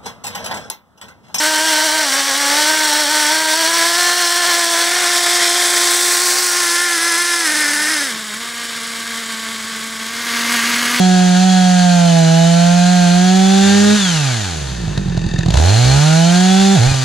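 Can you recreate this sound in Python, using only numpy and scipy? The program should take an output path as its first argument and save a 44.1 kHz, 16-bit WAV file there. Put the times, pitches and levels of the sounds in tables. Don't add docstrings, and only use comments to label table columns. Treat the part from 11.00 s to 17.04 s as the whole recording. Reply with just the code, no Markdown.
import sys
import numpy as np
from scipy import signal
from scipy.fft import rfft, irfft
from scipy.io import wavfile
from scipy.ndimage import uniform_filter1d

SR = 44100
rng = np.random.default_rng(int(sys.argv[2]) if len(sys.argv) > 2 else 0)


def transcribe(u):
    v = np.clip(np.atleast_2d(u).T, -1, 1)
    q = np.round(v * 32767).astype(np.int16)
    wavfile.write(sys.argv[1], SR, q)


N = 266364
T = np.arange(N) / SR
FREQS = np.fft.rfftfreq(N, 1 / SR)
RACING_HZ = 208

# frequency in Hz, relative level in dB.
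RASP_COLOUR = [(30, -7), (130, -1.5), (270, -6), (560, -10), (760, 1), (1130, -4.5), (1550, 3), (2100, -2),
               (2900, 1), (4350, 3.5), (5100, -2.5), (6750, 2), (8000, -6.5), (10300, -13), (13000, -27),
               (14800, -44)]
# frequency in Hz, relative level in dB.
ROAR_COLOUR = [(150, -18), (270, 8), (380, -3), (480, 3), (720, 2.5), (1000, 2), (1300, -12), (2500, -32),
               (7000, -58)]
# frequency in Hz, width in Hz, relative level in dB.
METAL_MODES = [(1796, 99, 8.5), (2632, 136, 3), (3700, 160, 2.5), (4564, 290, -1.5), (6300, 280, -7)]


def undb(db):
    return 10 ** (np.asarray(db) / 20)


def unit(x):
    return x / np.sqrt(np.mean(x ** 2))


def lookup(table, hz):
    points, *columns = np.transpose(table)
    return [np.interp(np.log(hz + 1), np.log(points), c) for c in columns]


def colour(x, table):
    return irfft(rfft(x) * undb(lookup(table, FREQS)[0]), N)


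def ring(x, modes):
    response = 0
    for f, width, db in modes:
        damping = 1j * FREQS * width
        response = response + undb(db) * damping / (f ** 2 - FREQS ** 2 + damping)
    return irfft(rfft(x) * response, N)


def walk(rate_hz):
    k = int(SR / rate_hz)
    steps = np.repeat(rng.standard_normal(N // k + 1), k)
    return 1.317 * uniform_filter1d(uniform_filter1d(steps, k), k)[:N]


def spell(start_s, end_s, attack_s, release_s):
    return np.clip(np.minimum((T - start_s) / attack_s, (end_s - T) / release_s), 0, 1)


def strokes(turns, scatter_db):
    at = np.interp(np.arange(1, int(turns[-1])), turns, np.arange(N))
    size = undb(scatter_db * rng.standard_normal(len(at)))
    taps = at.astype(int)[:, None] + np.arange(-4, 6)
    clicks = np.zeros(N)
    np.add.at(clicks, np.clip(taps, 0, N - 1), size[:, None] * np.sinc(taps - at[:, None]))
    return clicks


def bursts(events, decay_s):
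    shape = np.zeros(N)
    age = T[:4000]
    attack = 1 - np.exp(-age / .0005)
    for s, db in events:
        shape[int(s * SR):][:len(age)] += undb(db) * attack * np.exp(-age / decay_s)
    return shape * rng.standard_normal(N)


def thump(start_s, db, hz, rise_s):
    age = np.maximum(T - start_s, 0)
    envelope = age / rise_s * np.exp(1 - np.minimum(age / rise_s, 20))
    return undb(db) * np.sin(2 * np.pi * hz * age) * envelope


def disperse(x, spread_s, count=100):
    delay_s = spread_s * np.interp(FREQS, np.linspace(0, SR / 2, count), rng.random(count))
    return irfft(rfft(x) * np.exp(-2j * np.pi * np.cumsum(delay_s) * SR / N), N)


def crank_rate():
    # time in seconds, crank rate in Hz.
    speed = [(0.0, 184.8), (0.34, 180.4), (0.46, 186.7), (0.86, 178.5), (1.26, 162.5), (1.93, 179.9),
             (2.09, 174.2), (2.36, 188.3), (2.61, 195.1), (2.96, 210.1), (3.18, 152.7), (3.45, 96.35),
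             (3.59, 72.6), (3.88, 51.54), (4.17, 42.45), (4.49, 41.5), (4.6, 76), (4.8, 121.1),
             (4.86, 125.7), (5.06, 154), (5.44, 184.5), (5.62, 193.8), (5.75, 196.1), (5.8, 109.2),
             (5.89, 137.3), (6.04, 128)]
    s, hz = np.transpose(speed)
    return np.interp(T, s, hz)


def trigger(open_s=0.087, close_s=0.044):
    # start in seconds, end in seconds.
    pulls = [(-0.5, 2.985), (4.49, 5.91)]
    return sum(spell(start, end, open_s, close_s) for start, end in pulls)


def drone_level(hz, throttle, drone_db=-10, coast_db=-6, fade_db=-11, fade_from_hz=133, fade_range_hz=52):
    slow = np.clip((fade_from_hz - hz) / fade_range_hz, 0, 1)
    return drone_db + (1 - throttle) * (coast_db + fade_db * slow)


def exhaust(hz, turns, throttle, shut_db=-14, slow_db=-12, flutter_db=0.5, waver_db=2, count=11):
    # frequency in Hz, base level of a line in dB rms.
    muffler = [(120, -23), (300, -33), (495, -33.5), (555, -41.5), (620, -33), (830, -28.5), (950, -45),
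               (1200, -54.5), (1550, -41), (1800, -52)]
    # frequency in Hz, lift at full throttle in dB.
    swell = [(250, -11), (320, 3.5), (345, 2), (365, 7), (415, 11.5), (445, -6), (490, 1), (555, 2),
             (615, 3.5), (660, 9), (780, 8.5), (815, -1)]
    load_db, hollow_db, hollow_hz, hollow_width_hz = 1.94, -16, 360, 23
    unfired = np.clip((92 - hz) / 45, 0, 1)
    on_song = np.clip((hz - 134) / 22, 0, 1)
    load = spell(start_s=0.15, end_s=2.28, attack_s=0.61, release_s=0.61)
    hollow = hollow_db * np.exp(-((2 * hz - hollow_hz) / hollow_width_hz) ** 2)
    out = undb(drone_level(hz, throttle)) * np.cos(2 * np.pi * turns)
    for k in range(2, count):
        db = lookup(muffler, k * hz)[0] + shut_db * (1 - throttle) * (1 - 1.71 / k) + slow_db * unfired
        if k <= 4:
            lift = throttle * on_song * lookup(swell, k * hz)[0]
            db = db + lift + flutter_db * walk(30) + load * load_db
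        else:
            db = db + waver_db * walk(35)
        if k == 2:
            db = db + load * hollow
        out = out + undb(db) * np.cos(2 * np.pi * k * turns - 1.446 * (k - 1))
    return np.sqrt(2) * out


def labour(hz, turns, throttle, roar_db=-29, clears_hz=142, puff_turns=0.19):
    blasts = unit(colour(rng.standard_normal(N) * np.exp(-(turns % 1) / puff_turns), ROAR_COLOUR))
    return undb(roar_db) * throttle * np.clip((clears_hz - hz) / 60, 0, 1) * blasts


def four_stroking(turns, upper_db=-10, count=7):
    # start in seconds, end in seconds, level of the half order in dB rms.
    weak_spells = [(1.702, 2.618, -48), (2.627, 2.962, -31.5), (4.828, 5.011, -22)]
    gain = sum(undb(db) * spell(start, end, 0.029, 0.035) for start, end, db in weak_spells)
    upper = 0
    for k in range(1, count):
        line = np.cos(2 * np.pi * (k + .5) * turns + walk(30))
        upper = upper + undb(2 * walk(30.4)) * line / np.sqrt(k)
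    return np.sqrt(2) * gain * (np.cos(np.pi * turns) + undb(upper_db) * upper)


def idle(hz, turns, lumpy_db=-10, uneven_turns=0.024):
    idle_hz, pump_db, pump_db_per_octave, pump_ends_hz = 41.2, -18.5, -15, 109
    gain = undb(pump_db + pump_db_per_octave * np.log2(hz / idle_hz)) * np.clip((pump_ends_hz - hz) / 30, 0, 1)
    clicks = strokes(turns - .25 + uneven_turns * walk(30), scatter_db=2.5)
    gas = rng.standard_normal(N) * np.exp(-(turns % 1) / 0.63)
    push = unit(clicks) + undb(lumpy_db) * unit(gas)
    cavity = ring(push, [(166.94, 48, -1), (313.8, 49, -6.5)])
    cavity = ring(cavity, [(165.5, 62, 0), (320, 82, -21.0)])
    slow = gain > gain.max() / 4
    return gain * cavity / cavity[slow].std()


def pops(thump_hz=110, thump_s=0.0038, crack_s=0.0041, gas_db=-3, shell_db=6, roar_db=3):
    # time in seconds, relative crack level in dB, thump level in dB.
    firings = [(3.878, -22.5, -12), (3.976, -14.5, -9.5), (4.083, -25, -11), (4.174, -17.5, -8),
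               (4.262, -27, -10), (4.339, -23, -11), (4.388, -15, -7.5), (4.46, -15, -6),
               (4.484, -15, -7.5), (4.504, -10, -8.5), (4.54, -8, -7), (4.572, -7, -8), (5.914, -13.5, -7),
               (5.941, -12, -20.5)]
    # frequency in Hz, width in Hz, relative level in dB.
    shell_modes = [(670, 110, 9.5), (3970, 210, -2)]
    low = sum(thump(s, db, thump_hz, thump_s) for s, _, db in firings)
    cracks = [row[:2] for row in firings]
    gas = colour(bursts(cracks, crack_s), RASP_COLOUR)
    roar = colour(bursts(cracks, crack_s), ROAR_COLOUR)
    return low + undb(gas_db) * gas + undb(shell_db) * ring(gas, shell_modes) + undb(roar_db) * roar


def rasp_level(hz, throttle, rasp_db=-18.5, bite_s=0.2, break_out_s=0.21):
    # start in seconds, end in seconds, level change in dB.
    cuts = [(-0.5, 2.655, -3), (5.0, 6.3, -1.26)]
    octaves = np.log2(hz / RACING_HZ)
    opened = 2.5 * octaves
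    shut = 3.5 * octaves - 1.72 * octaves ** 2
    buried = sum(db * spell(start, end, bite_s, break_out_s) for start, end, db in cuts)
    return rasp_db + throttle * opened + (1 - throttle) * shut + buried


def buzz(hz, turns, throttle):
    housing = [(700, 2.0), (1150, 4.5), (1600, 6), (2300, 0.0), (4400, 1.5), (5200, -2), (6700, 1), (8000, -0.5)]
    lines = disperse(strokes(turns, scatter_db=1.6) / np.sqrt(hz), spread_s=.006)
    lines = colour(colour(lines, RASP_COLOUR), housing)
    return undb(-3.7) * (.85 + .15 * throttle) * unit(lines)


def hiss(hz, turns, throttle, hiss_db=-2.5, puff_db=6, dull_db=-6, jingle_db=5):
    puff = undb(puff_db) * throttle * (130 / hz) ** 2 * np.exp(-(turns % 1) / 0.013)
    gate = (1 + puff) / np.sqrt(uniform_filter1d((1 + puff) ** 2, size=2000))
    noise = unit(colour(rng.standard_normal(N) * gate * undb(0.65 * walk(110)), RASP_COLOUR))
    running = np.clip((hz - 42) / 34, 0, 1)
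    air = colour(noise, [(100, 22), (330, 17), (550, 15), (1000, 14.5), (1400, 8), (3800, 3.0),
                         (5500, 2), (11000, 0.5)])
    air = air + undb(jingle_db) * ring(noise, METAL_MODES)
    return undb(hiss_db) * (running * noise + undb(dull_db) * (1 - running) * air)


def fan(hz, turns, throttle, whine_db=-10.5, coasting_db=4.0, count=18):
    blade = 2 * np.pi * count * turns
    first = undb(-0.5 + 2.5 * walk(35)) * np.cos(blade + .55 * walk(60))
    second = undb(-3 + 2.5 * walk(40)) * np.cos(2 * blade + .75 * walk(80))
    whine = colour(first + second, [(2000, -2), (3200, 0), (4500, 2), (4900, 1), (5400, -8), (6600, -1),
                                    (7000, -3), (7400, -14)])
    return undb(whine_db + coasting_db * (1 - throttle)) * np.clip((hz - 55) / 105, 0, 1) * whine


def whirr(hz, turns, waver_db=2, wander_rad=0.6):
    # crank order, relative level in dB.
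    chain_orders = [(8, -17), (9, -16.5), (14, -19), (23, -16.5), (25, -15)]
    # frequency in Hz, gain in dB.
    bar_colour = [(1400, 0.5), (1680, 2), (1850, -3), (2450, 2.5), (3600, -5), (4100, 2), (4550, 2.5),
                  (4850, -21)]
    lines = 0
    for k, db in chain_orders:
        line = np.cos(2 * np.pi * round(k) * turns + wander_rad * walk(50))
        lines = lines + undb(db + waver_db * walk(14)) * line
    return np.clip(hz / RACING_HZ, 0, 1) * np.sqrt(2) * colour(lines, bar_colour)


def chain(turns, knock_db=11, bar_hz=4200, bar_width_hz=130, count=15):
    # start in seconds, end in seconds, relative level in dB.
    bar_ring = [(4.617, 5.139, -27), (5.773, 6.001, -28)]
    blows = [(4.095 + age, -31.5 + 22 * age) for age in np.arange(count) / 41.7]
    knocks = ring(colour(bursts(blows, decay_s=0.006), RASP_COLOUR), METAL_MODES)
    links = rng.standard_normal(N) * np.exp(-(turns % 1) / 0.74)
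    singing = ring(ring(links, [(bar_hz, bar_width_hz, 0)]), [(bar_hz, 900, 0)])
    free = sum(undb(db) * spell(start, end, 0.06, 0.19) for start, end, db in bar_ring)
    return undb(knock_db) * knocks + free * unit(singing)


def falling_log():
    return thump(start_s=5.862, db=-16, hz=34, rise_s=.02)


def ports(x, scattered):
    # frequency in Hz, side minus mid in dB, side phase in rad.
    case = [(60, -15, 3.1), (180, -11.6, 2.45), (370, -3, 1.2), (500, 6, .45), (550, 10, -.7),
            (600, 5, -2.5), (720, -4.5, -3.1), (850, -5, -3.9), (1100, -16, -4.3), (2400, -13, -5.8),
            (4400, -14, -6.3), (5400, -9, -7.6), (6800, -12, -10), (9000, -12, -11)]
    # frequency in Hz, gain in dB.
    scatter = [(4400, -15), (5000, -3), (6700, -4.5), (8500, 2.5), (14000, -1.5)]
    side_db, side_phase = lookup(case, FREQS)
    side = irfft(rfft(x) * undb(side_db) * np.exp(1j * side_phase), N) + colour(scattered, scatter)
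    return np.array([x + side, x - side])


def smear(x, t60_s):
    tail = rng.standard_normal(N) * undb(-60 * T / t60_s)
    return signal.fftconvolve(x, tail[:int(t60_s * SR)] / np.linalg.norm(tail))[:N]


def forest(x, forest_db=-13, t60_s=0.9):
    # frequency in Hz, relative level in dB.
    trunks = [(180, -18), (400, -3), (1000, 1), (2400, 0), (4000, -5), (10000, -7)]
    returned = colour(x, trunks)
    return undb(forest_db) * np.array([smear(returned, t60_s) for _ in range(2)])


def scene():
    hz = crank_rate()
    throttle = trigger()
    turns = np.cumsum(hz * (1 + .001 * walk(45))) / SR
    engine = exhaust(hz, turns, throttle) + labour(hz, turns, throttle) + four_stroking(turns)
    engine = engine + idle(hz, turns) + pops()
    rasp_gain = undb(rasp_level(hz, throttle))
    rasp = buzz(hz, turns, throttle) * np.clip(hz / 100, 0, 1) + hiss(hz, turns, throttle)
    rasp = rasp + fan(hz, turns, throttle) + whirr(hz, turns)
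    sound = engine + rasp_gain * rasp + chain(turns) + falling_log()
    return ports(sound, rasp_gain * hiss(hz, turns, throttle)) + forest(sound)


def record(dry, top_hz=14800):
    return signal.sosfilt(signal.ellip(8, .2, 70, top_hz, fs=SR, output="sos"), dry)


dry = scene()
out = record(dry)
transcribe(out)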